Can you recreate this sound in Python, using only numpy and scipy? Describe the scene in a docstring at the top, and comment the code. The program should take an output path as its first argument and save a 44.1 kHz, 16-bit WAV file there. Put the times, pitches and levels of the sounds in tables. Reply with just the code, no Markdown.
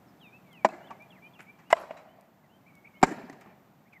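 """On a lawn ringed by tall trees, two armoured fighters spar.
Three sword blows land on a shield's face, its edge and armour: each is a crack of noise plus the
short ring of the thing struck, and the tree line scatters it back. Gear knocks, plates clink and
mail rattles between the blows. Songbirds whistle gliding notes over a faint outdoor hush."""
import sys
import numpy as np
from scipy import signal
from scipy.fft import rfft, irfft
from scipy.io import wavfile
from scipy.ndimage import uniform_filter1d

SR = 44100
rng = np.random.default_rng(int(sys.argv[2]) if len(sys.argv) > 2 else 0)


def wrap_up_sound(samples):
    """Save the sound to the file named by the first command line argument, as 16-bit audio."""
    columns = np.atleast_2d(samples).T
    # keep every value between -1 and 1, then stretch to whole-number steps
    tamed = np.clip(columns, -1, 1)
    steps = np.round(tamed * 32767).astype(np.int16)
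    wavfile.write(sys.argv[1], SR, steps)


N = 176400
TIME = np.arange(N) / SR
HIT_TIME = TIME[:SR // 5]  # the 0.2 s that one hit is given to die away

# Tone of the quiet outdoor air: pitch_hz, relative_db
HUSH_TONE = [(15, -58), (30, -40), (55, -20.5), (120, -5), (175, 1), (300, -7), (480, -14), (720, -9),
             (1200, -16.5), (2000, -23), (3000, -29), (5000, -34.5), (7200, -35), (10000, -41.5),
             (14000, -32), (15500, -39.5)]
# Slow rise and fall of the hush: time_s, change_db
HUSH_SWELL = [(0, 3), (1.3, 3), (2.3, -1), (3, 2.5), (4, -0.5)]
# Path of a thin, high whine: time_s, pitch_hz
WHINE_PITCH = [(0, 13470), (2.6, 13500), (3.45, 13500), (3.68, 13700), (4, 13500)]

# Clear bird whistles: start_s, length_s, start_hz, middle_hz, end_hz, level_db
BIRD_WHISTLES = [(.066, .048, 5750, 5250, 5030, -73), (0.195, 0.12, 3740, 2600, 2370, -55.5),
                 (0.31, 0.083, 2260, 2600, 2620, -56), (0.2, 0.13, 4050, 3670, 3650, -69.5),
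                 (0.441, 0.17, 2400, 2105, 1850, -63.5), (0.508, 0.15, 3610, 2520, 2300, -55.5),
                 (0.68, 0.034, 2450, 2610, 2590, -54), (0.809, 0.077, 2660, 3010, 3250, -64),
                 (0.994, 0.059, 2200, 2384, 2420, -51.5), (1.219, 0.063, 2290, 2400, 2460, -48.5),
                 (1.225, 0.08, 2630, 3030, 3100, -67), (1.462, 0.06, 2170, 2325, 2370, -50.5),
                 (1.165, 0.033, 2080, 1840, 1510, -61), (1.592, 0.043, 2150, 1880, 1708, -63),
                 (2.432, .045, 2100, 1950, 1782, -67), (1.626, 0.21, 2490, 3070, 3180, -67.5),
                 (2.05, 0.11, 2550, 3000, 3107, -70), (2.485, 0.1, 2510, 3070, 3084, -67),
                 (2.73, 0.081, 2280, 2225, 2210, -58), (2.925, 0.087, 2240, 2166, 2190, -58.5),
                 (2.935, 0.071, 2560, 3035, 3180, -68.5)]
# Hoarse chirps of a second bird: start_s, length_s, start_hz, middle_hz, end_hz, level_db
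BIRD_CHIRPS = [(2.656, 0.032, 2120, 2283, 2680, -58), (2.676, 0.046, 2415, 2300, 2270, -61),
               (2.843, 0.024, 2084, 2250, 2660, -52.5), (2.865, 0.02, 2250, 2360, 2500, -52),
               (3.852, 0.04, 1828, 2150, 2670, -64), (3.923, 0.03, 2710, 2296, 2150, -55),
               (3.943, 0.046, 2450, 2060, 1840, -55.5)]
# A bird call that falls in two steps: time_in_call_s, pitch_hz, relative_db
CALL_SHAPE = [(0, 3374, -17.5), (.009, 3406, 3), (.019, 3136, -1), (.028, 2737, 3), (.038, 2716, -4.5),
              (0.049, 2737, -8.5), (.063, 2270, 1.5), (0.077, 2040, -5.5), (.115, 2060, -11)]
# Each time that call is sung: start_s, pitch_ratio, level_db
CALL_REPEATS = [(.864, 1.03, -61.5), (1.099, 0.99, -58.5), (1.331, 1.01, -60.5)]

# How long the woods echo (a fade is the time to drop by 60 dB): pitch_hz, fade_s
ECHO_FADE = [(150, 0.83), (420, 0.82), (700, 1.22), (1200, 0.78), (2000, 1.23), (5000, 0.82), (8000, 0.5),
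             (14000, 0.97)]
# Tone of that echo: pitch_hz, relative_db
ECHO_TONE = [(100, -7.5), (280, 5.5), (450, 2), (700, 2.5), (1200, -2), (2000, 0), (4000, -0.5),
             (5300, -1.5), (7000, 3.5), (14000, 4.5)]

# Tiny ticks of buckles: start_s, level_db
BUCKLE_TICKS = [(0.529, -59.5), (1.0225, -65), (2.2095, -62.5), (2.7525, -61.5), (3.0153, -58),
                (3.2985, -66), (3.410, -58)]
# Early echoes of two sword blows off a nearby trunk (at 0.688 and 1.767 s); the rest are gear knocks:
# start_s, thud_db, board_db, clack_db, clink_db, decay_s
KNOCKS_AND_ECHOES = [(0.688, -68, -41, -55, -54.5, 0.0023), (.904, -44.5, -39, -49.5, -63.5, 0.011),
                     (1.388, -60, -54.5, -49.5, -71, 0.021), (1.405, -73, -63, -49.5, -58, 0.0032),
                     (1.583, -62, -60, -61.5, -73.5, 0.024), (1.7014, -51, -39, -39.5, -48, 0.015),
                     (1.767, -56, -44, -39, -66, 0.0031), (1.907, -50, -47, -44, -66, 0.0058),
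                     (1.965, -75, -61, -57, -67, 0.022), (3.013, -47, -52, -56, -71, 0.016),
                     (3.2971, -48, -43, -50, -53.5, 0.0033), (3.326, -45, -51, -54, -62.5, 0.007),
                     (3.409, -58.5, -50.5, -56, -68, 0.015), (3.458, -49.5, -52, -65, -80.5, 0.012),
                     (3.931, -66.5, -67, -59.5, -70.5, 0.006)]
# Pitch ranges of the thud, board, clack and clink: low_hz, high_hz
KNOCK_RANGES = [(150, 400), (650, 1160), (1300, 2630), (3600, 7800)]
# The ring in those two trunk echoes (at 0.688 and 1.766 s); the rest are bumps on the shield's edge:
# start_s, pitch_ratio, level_db
BUMPS_AND_ECHOES = [(.688, 1.14, -20.5), (1.766, 0.95, -24.5), (1.857, 1, -38), (1.892, 1.15, -28),
                    (1.906, .94, -17), (1.961, .99, -35), (2.059, 1.11, -35), (2.185, 1.06, -39)]

# Sword blows: start_s, ring_db, ring_rise_s, crack_db, crack_decay_s, tilt_db_per_octave, push_db,
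# rebound_delay_s, rebound_db, echo_db, echo_ring_top_hz, echo_crack_boost_db
SWORD_BLOWS = [(.6470, -4.5, 0.0018, -17, 0.0052, -3.5, -79, .0055, -20, -19, 900, 5.5),
               (1.727, 1.83, 0.0026, -15, 0.0021, -1.5, -70, .0036, -29, -23, 1000, 12.5),
               (3.0284, 0.5, 0.0046, -14.5, 0.0066, -1.5, -28.5, .007, -17.5, -13, 560, 2.5)]
# Tone of a sword's crack, before each blow tilts it: pitch_hz, relative_db
CRACK_TONE = [(40, -47.5), (120, -33.5), (500, 0), (1200, 5.5), (2300, -2), (3300, -14), (5400, -10.5),
              (6400, -15.5), (7600, -10), (9200, -30), (11000, -24), (15500, -40)]
# Notes that ring in the shield's face: pitch_hz, relative_db, fade_s
FACE_NOTES = [(210, -18, 0.076), (282, -23, 0.1), (348.5, -16, 0.059), (570, -9.5, 0.033),
              (645.6, -4, 0.052), (801.4, -4, 0.032), (1005, 0.5, 0.03), (1352, -16.5, 0.034),
              (1653, -28, 0.047), (2304, -20.5, 0.043), (5780, -31, 0.036), (6930, -29.5, 0.029)]
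# Notes that ring in the shield's edge: pitch_hz, relative_db, fade_s
EDGE_NOTES = [(663, 0.5, 0.03), (850, -6.5, 0.011), (1004, 2, 0.017), (1317, -14, 0.018),
              (1507, -14.5, 0.0078), (1650, -11, .022), (2030, -1, 0.017), (2476, -13.5, 0.012),
              (2925, -8.5, 0.014), (3450, -16.5, 0.012), (5330, -29, 0.018)]
# Notes that ring in the armour: pitch_hz, relative_db, fade_s
ARMOUR_NOTES = [(174, -9, 0.044), (266, -3, 0.035), (388, -8, 0.05), (606, -8.5, 0.031), (749, 12, 0.017),
                (909, -11, 0.056), (1025, -13.5, 0.054), (1496, -23, .04), (1624, -20, 0.03),
                (2110, -19.5, 0.055), (2315, -10, 0.0273), (3780, -31.5, 0.042), (5280, -28.5, 0.018),
                (7240, -12, 0.028), (7640, -29, 0.0093)]

# Small plates that ring when touched: start_s, pitch_hz, level_db, fade_s
PLATE_PINGS = [(0.906, 920, -31.5, 0.057), (0.91, 1130, -35.5, 0.05), (1.968, 3920, -60.5, 0.13),
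               (3.239, 240, -40, 0.084), (3.298, 273.6, -35, 0.052), (3.298, 1940, -34.5, 0.02)]
# Mail and buckles shaken by a movement: start_s, end_s, level_db, low_hz, high_hz
MAIL_RATTLES = [(1.389, 1.447, -71, 6500, 12500), (1.699, 1.74, -62.5, 9040, 13600),
                (1.775, 1.845, -68.5, 10500, 12830), (3.041, 3.147, -58, 5500, 8200)]


def amp(db):
    """Turns decibels into a number to multiply by."""
    return 10 ** (np.asarray(db) / 20)


def unit(x):
    """Scales a sound to an average strength (rms) of 1."""
    return x / np.sqrt(np.mean(x ** 2) + 1e-20)


def look_up(points, hz):
    """Reads between a table's rows, with pitch spaced in octaves."""
    pitches, values = np.transpose(points)
    return np.interp(np.log(hz + 1), np.log(pitches + 1), values)


def add(mix, start_s, sound):
    """Mixes a sound in at a given time."""
    part = mix[round(start_s * SR):][:len(sound)]
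    part += sound[:len(part)]


def filtered(x, hz, kind, order=2):
    """Keeps the "low" part, the "high" part or one "band" of a sound."""
    return signal.sosfilt(signal.butter(order, hz, kind, fs=SR, output="sos"), x)


def noise(tone, size):
    """Noise shaped by a table of pitches and levels."""
    gains = amp(look_up(tone, np.fft.rfftfreq(size, 1 / SR)))
    return unit(irfft(rfft(rng.standard_normal(size)) * gains, size))


def waver(rate_hz, size):
    """A random wobble, up to about the given rate."""
    return unit(filtered(rng.standard_normal(size), rate_hz, "low"))


def glide(hz):
    """A pure tone that follows a changing pitch."""
    return np.sin(2 * np.pi * np.cumsum(hz) / SR)


def hush(air_db=-61, whine_db=-81.5, wobble_hz=69.9):
    """Distant outdoor noise and a thin, wavering high whine."""
    air = amp(air_db + np.interp(TIME, *np.transpose(HUSH_SWELL))) * noise(HUSH_TONE, N)
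    whine_hz = np.interp(TIME, *np.transpose(WHINE_PITCH)) + wobble_hz * waver(rate_hz=120, size=N)
    return air + amp(whine_db) * glide(whine_hz)


def birds(clear_wobble=0.0042, clear_rate_hz=160, hoarse_wobble=0.032, hoarse_rate_hz=300):
    """Whistles, hoarse chirps and a stepped call flicker through the leaves and echo in the woods."""
    out = np.zeros(N)
    voices = (BIRD_WHISTLES, clear_wobble, clear_rate_hz), (BIRD_CHIRPS, hoarse_wobble, hoarse_rate_hz)
    for notes, wobble, rate_hz in voices:
        for start_s, length_s, *pitches_hz, db in notes:
            progress = np.linspace(0, 1, round(length_s * SR))
            hz = np.polyval(np.polyfit([0, .5, 1], pitches_hz, 2), progress)  # curve through all three
            hz *= 1 + wobble * waver(rate_hz, len(hz))
            swell = abs(np.sin(np.pi * progress)) ** .9
            add(out, start_s, amp(db) * swell * glide(hz))
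    call_s, call_hz, call_db = np.transpose(CALL_SHAPE)
    t = TIME[TIME < call_s[-1]]
    for start_s, ratio, db in CALL_REPEATS:
        hz = ratio * np.interp(t, call_s, call_hz)
        hz *= 1 + clear_wobble * waver(clear_rate_hz, len(t))
        add(out, start_s, amp(db + np.interp(t, call_s, call_db)) * glide(hz))
    out *= 1 + 0.26 * waver(rate_hz=55, size=N)  # flicker through the leaves
    return amp(1) * out + amp(-10) * woods(out)


def woods(sound, trees_s=0.089, trees_spread_s=0.0071, far_s=0.48, far_spread_s=0.047, patch_db=3):
    """A patchy echo builds up, slaps back from the tree line and swells again from farther trees."""
    size = 3 * SR // 2
    hz, slice_s, grid = signal.stft(rng.standard_normal(size), SR, nperseg=256)  # by pitch and time
    patches = uniform_filter1d(rng.standard_normal(grid.shape), size=12, axis=0)
    patches = unit(uniform_filter1d(patches, size=4, axis=1))
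    faded_db = 60 * slice_s / look_up(ECHO_FADE, hz)[:, None]
    grid *= amp(patch_db * patches + look_up(ECHO_TONE, hz)[:, None] - faded_db)
    echo = signal.istft(grid, SR, nperseg=256)[1][:size]
    t = TIME[:size]
    build_up = np.interp(t, [0, trees_s / 2], [0, 1])  # nearer things answer first
    slap = 0.47 * np.exp(-((t - trees_s) / trees_spread_s) ** 2)
    far_swell = 0.88 * np.exp(-((t - far_s) / far_spread_s) ** 2)
    echo *= build_up + slap + far_swell
    return signal.fftconvolve(sound, echo / np.linalg.norm(echo))[:N]


def noise_band(low_hz, high_hz):
    """A short stretch of noise between two pitches."""
    hiss = filtered(rng.standard_normal(2 * len(HIT_TIME)), [low_hz, high_hz], "band", order=3)
    return unit(hiss[len(HIT_TIME):])


def burst(rise_s, decay_s):
    """The loudness of a hit: a quick rise, then a smooth fall, with a peak of 1."""
    shape = (1 - np.exp(-(HIT_TIME / rise_s) ** 2)) * np.exp(-HIT_TIME / decay_s)
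    return shape / shape.max()


def ring(notes, rise_s, top_hz=np.inf):
    """A struck object rings with its own fading notes; those above top_hz are weakened."""
    waves = np.zeros(len(HIT_TIME))
    for k, (hz, db, fade_s) in enumerate(notes):
        loudness = amp(db - 60 * HIT_TIME / fade_s) / (1 + (hz / top_hz) ** 4)
        waves += (-1) ** k * loudness * np.sin(2 * np.pi * hz * HIT_TIME)  # every other note is flipped
    return waves * (1 - np.exp(-(HIT_TIME / rise_s) ** 2))


def gear_and_trunk_echoes():
    """Moving gear knocks, bumps and ticks; a nearby trunk echoes the first two blows 40 ms later."""
    out = np.zeros(N)
    for start_s, *levels_db, decay_s in KNOCKS_AND_ECHOES:
        bands = sum(amp(db) * noise_band(*edges) for db, edges in zip(levels_db, KNOCK_RANGES))
        add(out, start_s, bands * burst(0.23 * decay_s, decay_s))
    for start_s, ratio, db in BUMPS_AND_ECHOES:
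        notes = [(ratio * hz, note_db, fade_s) for hz, note_db, fade_s in EDGE_NOTES]
        add(out, start_s, amp(db) * ring(notes, rise_s=0.0036, top_hz=810))
    for start_s, db in BUCKLE_TICKS:
        add(out, start_s, amp(db) * noise_band(3424, 14000) * burst(rise_s=0.00055, decay_s=0.002))
    return out + amp(-10.5) * woods(out)


def sword_blows(crack_rise_s=0.00034, push_s=0.0059, thump_delay_s=.078, thump_hz=(292, 342)):
    """Each blow cracks, rebounds, pushes the air and rings what it strikes; the trees send it back."""
    out = np.zeros(N)
    for blow, notes in zip(SWORD_BLOWS, (FACE_NOTES, EDGE_NOTES, ARMOUR_NOTES)):
        (start_s, ring_db, rise_s, crack_db, decay_s, tilt, push_db,
         rebound_delay_s, rebound_db, echo_db, echo_top_hz, echo_boost_db) = blow
        tone = [(hz, db + tilt * np.log2(hz / 500)) for hz, db in CRACK_TONE]
        snap = burst(crack_rise_s, decay_s)
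        direct, rebound, *sideways = [noise(tone, len(HIT_TIME)) * snap for _ in range(5)]
        struck = amp(ring_db) * ring(notes, rise_s) + amp(crack_db) * direct
        add(struck, rebound_delay_s, amp(rebound_db) * rebound)
        struck = filtered(struck, hz=113, kind="high")  # ring and crack keep little deep bass; the push carries the low end
        push = amp(push_db) * np.sin(HIT_TIME / push_s) * np.exp(-HIT_TIME / (2 * push_s))
        add(out, start_s, struck + push)
        # The tree line throws a low thump back in one piece.
        add(out, start_s + thump_delay_s, amp(-10.5) * filtered(struck, thump_hz, "band"))
        # The crack differs in every direction, and the trees on each side return their share.
        dull_ring = amp(ring_db) * ring(notes, rise_s, echo_top_hz)
        for crack in sideways:
            outgoing = np.zeros(N)
            add(outgoing, start_s, dull_ring + amp(crack_db + echo_boost_db) * crack)
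            out += amp(echo_db) * woods(outgoing) / np.sqrt(len(sideways))
    return out


def plates_and_mail(clicks_per_s=850):
    """Small plates ping with one note each; shaken mail rattles as its links click at random."""
    out = np.zeros(N)
    for start_s, hz, db, fade_s in PLATE_PINGS:
        add(out, start_s, ring([(hz, db, fade_s)], rise_s=0.00071))
    for start_s, end_s, db, low_hz, high_hz in MAIL_RATTLES:
        clicks = rng.standard_normal(len(HIT_TIME)) * (rng.random(len(HIT_TIME)) < clicks_per_s / SR)
        rattle = unit(filtered(clicks, [low_hz, high_hz], "band"))
        swell = np.sin(np.pi * np.minimum(HIT_TIME / (end_s - start_s), 1))
        add(out, start_s, amp(db) * rattle * swell)
    return out + amp(-17) * woods(out)


def scene():
    """The fight, the birds and the hush, together in one channel."""
    return (sword_blows() + gear_and_trunk_echoes() + plates_and_mail() + birds() + hush())[None]


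def record(dry, ceiling=0.91, top_hz=15600):
    """Rounds off the loudest peaks, then cuts the very highest treble."""
    rounded = ceiling * np.tanh(dry / ceiling)
    treble_cut = signal.firwin(511, top_hz, window=("kaiser", 9), fs=SR)
    return signal.oaconvolve(rounded, treble_cut[None], "same")


dry = scene()
out = record(dry)
wrap_up_sound(out)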